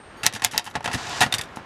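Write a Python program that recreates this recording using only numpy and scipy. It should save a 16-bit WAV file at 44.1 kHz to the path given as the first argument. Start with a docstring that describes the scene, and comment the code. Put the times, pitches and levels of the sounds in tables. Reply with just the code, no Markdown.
"""A quiet room: a small manual typewriter on a desk, heard close. Three letters and the space bar, then the
return lever ratchets the platen, the carriage slides on its rail and slams into the margin stop, and the
lever springs back. Contacts are fading sprays of tiny knocks filtered by damped modes and a broad shell
response; desk modes thump, filtered knocks make the slide, thin steel sings as sines, the room is
coloured noise."""
import sys
import numpy as np
from scipy import signal
from scipy.fft import rfft, irfft
from scipy.io import wavfile
from scipy.ndimage import uniform_filter1d

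SR = 44100
rng = np.random.default_rng(int(sys.argv[2]) if len(sys.argv) > 2 else 0)


def to_linear_factor(level_db):
    """Convert decibel levels (scalar or array-like) to linear amplitude factors."""
    exponent = np.asarray(level_db, float) / 20
    return 10 ** exponent


def log_audio(samples):
    """Write samples as a 16-bit WAV file to the path given in sys.argv[1]."""
    # one column per channel
    frames = np.atleast_2d(samples).T
    # limit to full scale, then quantise
    limited = np.clip(frames, -1, 1)
    pcm = np.round(limited * 32767).astype(np.int16)
    wavfile.write(sys.argv[1], SR, pcm)


N = 72765
SIZE = 16384  # samples per contact

# frame modes: (frequency [Hz], level [dB], t60 [s])
FRAME_MODES = [(620, -6, .03), (770, -3, .03), (940, -3, .03), (1100, -5, .025), (1450, -5, .022),
               (1790, -3, .025), (1960, -2, .025), (2740, -3, .015), (3100, -5, .015), (3850, -5, .012),
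               (4700, -6, .012), (5200, -6, .01), (5900, -8, .01), (6600, -9, .01), (10000, -14, .012)]
# treble softened by the air on its way to the microphone: (frequency [Hz], level [dB])
AIR_LOSS = [(8000, 0), (11000, -3), (13000, -6.5), (14500, -13), (16000, -24)]


def unit(x):
    """Scale to rms 1."""
    return x / np.sqrt(np.mean(np.abs(x) ** 2))


def colour(points, size):
    """Causal (minimum-phase) response through (Hz, dB) points, by folding the cepstrum."""
    point_hz, point_db = np.array(points).T
    hz = np.maximum(np.fft.rfftfreq(size, 1 / SR), 1)
    log_gain = np.interp(np.log(hz), np.log(point_hz), point_db) * np.log(10) / 20
    cepstrum = irfft(log_gain, size)
    cepstrum[1:size // 2] *= 2
    cepstrum[size // 2 + 1:] = 0
    return np.exp(rfft(cepstrum))


def rings(modes, size, extra_db=0):
    """Spectrum of a sum of exponentially damped sine modes, rms 1."""
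    t = np.arange(SIZE // 2)[:, None] / SR
    hz, db, t60_s = np.array(modes).T
    response = to_linear_factor(db + extra_db - 60 * t / t60_s) * np.sin(2 * np.pi * hz * t)
    return unit(rfft(response.sum(axis=1), size))


def knocks(count):
    """Dense tiny metal contacts of uneven size, rms 1."""
    scatter_db = 2
    size_db = -scatter_db * np.log(rng.random(count) + 1e-9)
    return unit(to_linear_factor(size_db) * rng.standard_normal(count))


def add(out, start_s, x, db):
    """Mix x into out at a time and level."""
    i = int(start_s * SR)
    n = min(len(x), N - i)
    out[i:i + n] += x[:n] * to_linear_factor(db)


def clatter(contacts, modes):
    """Fading sprays of knocks; each contact favours one listed mode, the others scattered at random."""
    shell_db, ring_scatter_db, favour_db = 3, 3, 10
    snap_db, snap_t60_s, spray_s = -14.5, 0.002, 0.15  # snap: first touch, over the spray
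    # unresolved plates: (frequency [Hz], level [dB per Hz])
    plates = [(180, -39.5), (300, -8.5), (584, 3.5), (762, 9.5), (1190, 1), (1780, 6), (3500, 0),
              (6200, -6), (9000, -8.5), (12000, -13), (16000, -35)]
    out, t = np.zeros(N), np.arange(SIZE) / SR
    shell = to_linear_factor(shell_db) * unit(colour(plates, SIZE))
    air_loss = colour(AIR_LOSS, SIZE)
    mode_hz = np.array(modes)[:, 0]
    for start_s, db, t60_s, tilt_db, ring_hz in contacts:
        fade = to_linear_factor(-60 * t / t60_s) + to_linear_factor(snap_db - 60 * t / snap_t60_s)
        spray = knocks(SIZE) * fade * (t < spray_s)
        mode_db = ring_scatter_db * rng.standard_normal(len(mode_hz))
        nearest = np.argmin(np.abs(np.log(mode_hz / ring_hz)))
        mode_db[nearest] = favour_db
        # three octaves either side of 2400 Hz
        tilt = colour([(300, -3 * tilt_db), (2400, 0), (19200, 3 * tilt_db)], SIZE)
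        body = unit(tilt * air_loss * (rings(modes, SIZE, mode_db) + shell))
        add(out, start_s, irfft(rfft(spray) * body, SIZE)[:SIZE * 3 // 4], db)
    return out


def room_tone():
    """Soft hiss of the room and of hands moving: coloured noise with a slow level curve."""
    # hiss spectrum: (frequency [Hz], level [dB per Hz])
    hiss_colour = [(15, 6), (40, 5.5), (150, -1), (270, 0), (405, -1), (750, -2), (1370, -2), (3000, -13.5),
                   (6000, -25), (10000, -35.5), (16000, -55)]
    # hiss level: (time [s], level [dB])
    hiss_level = [(0, -46.5), (.22, -42), (.62, -47.5), (1.299, -38), (1.65, -43)]
    time_s, level_db = np.array(hiss_level).T
    noise = rng.standard_normal(N + 1)
    hiss = unit(irfft(rfft(noise) * colour(hiss_colour, N + 1), N + 1)[:N])
    return hiss * to_linear_factor(np.interp(np.arange(N) / SR, time_s, level_db))


def echo(machine):
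    """Short dull echo: convolution with decaying low-passed noise of unit energy."""
    echo_db, t60_s, cutoff_hz = -21, 0.16, 3530
    t = np.arange(SIZE) / SR
    noise = signal.lfilter(*signal.butter(3, cutoff_hz, fs=SR), rng.standard_normal(SIZE))
    tail = noise * to_linear_factor(-60 * t / t60_s)
    tail = tail / np.sqrt(np.sum(tail ** 2))
    return to_linear_factor(echo_db) * signal.fftconvolve(machine, tail)[:N]


def pings():
    """Faint sustained partials of springs and thin bars: decaying sines, then damped."""
    rise_s, damp_s = 0.00067, 0.008
    # singing steel: (start [s], damped at [s], t60 [s], partials (frequency [Hz], level [dB]))
    thin_steel = [(0, 0.22, 1.1, [(8603, -56)]), (0.17, 0.243, 0.69, [(4522, -58), (6621, -60), (8759, -61),
                  (9798, -69), (10158, -73), (11003, -78), (12414, -67), (13491, -78)]),
                  (1.41, 1.56, 0.97, [(11400, -72)])]
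    t, out = np.arange(N) / SR, np.zeros(N)
    for start_s, end_s, t60_s, partials in thin_steel:
        gate = np.clip((t - start_s) / rise_s, 0, 1) * np.clip((end_s - t) / damp_s, 0, 1)
        decay_db = -60 * np.maximum(t - start_s, 0) / t60_s
        for hz, db in partials:
            sine = np.sin(2 * np.pi * (hz * t + rng.random()))
            out += gate * to_linear_factor(db + decay_db) * sine
    return out


def thumps():
    """Soft pushes through the feet ring the desk, the mode levels scattered at random."""
    push_s, mode_scatter_db = 0.0028, 3
    # desk modes: (frequency [Hz], level [dB], t60 [s])
    desk_modes = [(59.6, -9, 0.084), (109.9, 4, 0.168), (144, -0.5, 0.092), (210, 0, 0.068),
                  (282, -13, 0.025)]
    # pushes: (time [s], peak level [dB])
    pushes = [(0.236, -31.5), (0.263, -30), (0.34, -31), (0.422, -34), (0.445, -28), (0.532, -35),
              (0.576, -34), (0.664, -42), (0.751, -30.5), (0.846, -32), (0.873, -33), (0.941, -22.5),
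              (0.956, -31.5), (1.209, -19.5), (1.225, -25), (1.26, -24), (1.338, -27), (1.387, -36.5)]
    out = np.zeros(N)
    push = np.diff(np.hanning(int(push_s * SR)))
    for start_s, db in pushes:
        scatter_db = mode_scatter_db * rng.standard_normal(len(desk_modes))
        ringing = irfft(rings(desk_modes, SIZE, scatter_db), SIZE)[:SIZE // 2]
        thump = np.convolve(ringing, push)
        add(out, start_s, thump / np.abs(thump).max(), db)
    return out


def slide():
    """Rollers grind along the rail: dense knocks ring the frame, catching unevenly in each register."""
    ring_db, patchy_db = -13.5, 1.3
    # carriage on its rail: (time [s], level [dB])
    travel = [(.955, -64), (0.976, -35), (1.05, -34.5), (1.1, -32), (1.19, -31), (1.209, -33.5)]
    # grind spectrum: (frequency [Hz], level [dB per Hz])
    grind_colour = [(35, -23), (60, -11), (130, 1), (256, -13), (500, -14), (750, 1.5), (1900, -5),
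                    (4750, -7.5), (7000, -12), (9350, -21), (13000, -29), (16000, -45)]
    # register edges: (frequency [Hz])
    band_edges_hz = (20, 500, 1200, 2500, 5000, 9000, 20000)
    time_s, level_db = np.array(travel).T
    body = unit(colour(grind_colour, N + 1)) + to_linear_factor(ring_db) * rings(FRAME_MODES, N + 1)
    spectrum = rfft(knocks(N), N + 1) * body * colour(AIR_LOSS, N + 1)
    hz = np.fft.rfftfreq(N + 1, 1 / SR)
    grind = np.zeros(N)
    for low_hz, high_hz in zip(band_edges_hz, band_edges_hz[1:]):
        band = irfft(spectrum * ((hz >= low_hz) & (hz < high_hz)), N + 1)[:N]
        wobble = uniform_filter1d(rng.standard_normal(N), size=160)
        wobble = unit(uniform_filter1d(wobble, size=80))
        grind += band * to_linear_factor(patchy_db * wobble)
    level = np.interp(np.arange(N) / SR, time_s, level_db, left=-120, right=-120)
    return unit(grind) * to_linear_factor(level)


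def linkage():
    """Key levers, ribbon lift, escapement and space bar clatter on the frame."""
    # (time [s], level [dB], fade t60 [s], tilt [dB per octave], favoured ring [Hz])
    link_contacts = [(.2330, -21.5, 0.091, 1.5, 1450), (.246, -22.5, 0.075, -2, 940),
                     (.2578, -19.5, 0.052, 2, 3100), (.280, -34, 0.022, 1.5, 5900),
                     (.326, -29, 0.023, 1, 3100), (.336, -31, 0.072, 4, 10000), (.350, -30, .1, 1.5, 940),
                     (.361, -26.5, 0.058, 0, 1790), (.396, -38.5, 0.073, -0.5, 5900),
                     (.4205, -21.5, 0.032, .5, 2740), (.430, -28, 0.17, -1.5, 940),
                     (.4405, -22.5, 0.094, 5.5, 4700), (.462, -28, 0.036, 0, 5900),
                     (.512, -32.5, 0.056, 3.5, 3100), (.521, -37, 0.1, 4, 10000),
                     (.535, -29.5, 0.076, -1, 3100), (.546, -30, 0.11, -2, 940),
                     (.558, -30, 0.2, -2.5, 1100), (.5725, -40, 0.18, 2.5, 5900),
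                     (.595, -23.5, 0.02, 0.5, 5900), (.643, -39, 0.033, 8, 3100),
                     (.653, -38.5, .06, 6, 10000), (.664, -33, 0.11, 1, 3100), (.675, -31.5, .05, -3, 1790),
                     (.700, -53, 0.091, 13, 5900), (.711, -41, 0.032, 1.5, 1450),
                     (.740, -40.5, 0.12, -2, 1450), (.7535, -19, 0.042, -2, 770),
                     (.765, -24.5, 0.069, -5, 1450), (.757, -17.5, 0.032, -3.5, 940),
                     (.807, -28, 0.017, -4, 1450), (.828, -40.5, .04, 0, 1960),
                     (1.559, -41.5, 0.09, 6.5, 5900), (1.571, -27, 0.017, -5.5, 1960),
                     (1.585, -36, 0.15, -7, 1790)]
    return clatter(link_contacts, FRAME_MODES)


def ratchet():
    """Return lever clicks the platen ratchet, then picks up the carriage, ringing the frame."""
    # (time [s], level [dB], fade t60 [s], tilt [dB per octave], favoured ring [Hz])
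    ratchet_contacts = [(0.843, -23, 0.077, 0, 1960), (0.858, -18.5, 0.037, -1.5, 6600),
                        (0.876, -21, 0.041, -2, 1960), (0.88, -27, 0.17, -4.5, 1450),
                        (0.898, -31, 0.061, -2.5, 1450), (0.914, -29, 0.2, -1, 2740),
                        (0.931, -24.5, 0.031, 2, 5200), (.935, -26, 0.11, 1.5, 1960),
                        (0.945, -20.5, 0.077, 0.5, 1960), (.950, -21.5, 0.091, -14, 1960),
                        (.961, -48, 0.041, -10, 940), (1.095, -36, .02, 7, 3850)]
    return clatter(ratchet_contacts, FRAME_MODES)


def margin_stop():
    """Carriage hits the margin stop and rebounds, ringing the frame."""
    # (time [s], level [dB], fade t60 [s], tilt [dB per octave], favoured ring [Hz])
    stop_contacts = [(1.206, -16, 0.13, 3, 3850), (1.213, -12, 0.094, -2.5, 1790),
                     (1.22, -14, 0.086, 1.5, 940), (1.232, -14.5, 0.06, -2, 1960),
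                     (1.263, -23, 0.052, -3, 1960)]
    return clatter(stop_contacts, FRAME_MODES)


def lever_return():
    """Lever springs home, its contacts ringing the arm's own modes."""
    # (time [s], level [dB], fade t60 [s], tilt [dB per octave], favoured ring [Hz])
    lever_contacts = [(1.316, -47, .05, 1.5, 3630), (1.3243, -14.5, 0.026, 3.5, 3630),
                      (1.328, -30.5, 0.27, -2.5, 2000), (1.340, -10.5, 0.014, 3.5, 3630),
                      (1.345, -19, 0.053, 5, 2730), (1.383, -22.5, 0.045, 6.5, 4800),
                      (1.392, -25, 0.074, -4.5, 716), (1.412, -24, 0.044, 4.5, 3630),
                      (1.435, -36.5, 0.05, 3.5, 2000), (1.455, -47, 0.028, 3, 5700)]
    # lever arm modes: (frequency [Hz], level [dB], t60 [s])
    arm_modes = [(716, -12, .025), (2000, -8, .012), (2730, -6, .01), (3630, 0, .014), (4800, -5, .008),
                 (5700, -8, .008), (7200, -10, .008), (8200, -11, .008)]
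    return clatter(lever_contacts, arm_modes)


def strikes():
    """Type slug on the platen: a bright noise crack, then the type bar and frame clatter on."""
    crack_band_hz, hold_s, crack_t60_s, air_db = [3800, 7800], 0.0009, 0.003, -15
    clatter_t60_s, tilt_db_per_octave, ring_hz = 0.054, 1.8, 3850
    # slug hits: (time [s], crack peak [dB], clatter level [dB])
    slug_hits = [(0.2646, 8.5, -12.5), (0.4472, 6.5, -15.5), (0.5784, 1, -17.5)]
    contacts = [(start_s + hold_s, clatter_db, clatter_t60_s, tilt_db_per_octave, ring_hz)
                for start_s, _, clatter_db in slug_hits]
    out = clatter(contacts, FRAME_MODES)
    t = np.arange(1024) / SR
    fade = to_linear_factor(-60 * np.maximum(t - hold_s, 0) / crack_t60_s)
    b, a = signal.butter(1, crack_band_hz, "band", fs=SR)
    for start_s, peak_db, _ in slug_hits:
        burst = rng.standard_normal(1024) * fade
        burst[0] = 4  # the slap itself
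        air = to_linear_factor(air_db) * np.diff(burst, prepend=0)
        crack = signal.lfilter(b, a, burst) + air
        add(out, start_s, crack / np.abs(crack).max(), peak_db)
    return out


def scene():
    """Machine, its short dull echo, singing steel and the room."""
    machine = thumps() + slide() + linkage() + ratchet() + margin_stop() + lever_return() + strikes()
    mix = room_tone() + echo(machine) + pings() + machine
    return mix[None]


def top_cut(x):
    """Nothing passes above the cut-off."""
    return signal.sosfilt(signal.butter(12, 16270, fs=SR, output="sos"), x)


def record(dry):
    """The loudest cracks overload the input and clip; top and bottom are filtered off."""
    clip_level, top_hz, low_cut_hz = 1.02, 14500, 68
    x = np.clip(dry, -clip_level, clip_level)
    x = signal.sosfilt(signal.butter(6, top_hz, fs=SR, output="sos"), x)
    x = signal.sosfilt(signal.butter(2, low_cut_hz, "high", fs=SR, output="sos"), x)
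    return top_cut(x)


dry = scene()
out = record(dry)
log_audio(out)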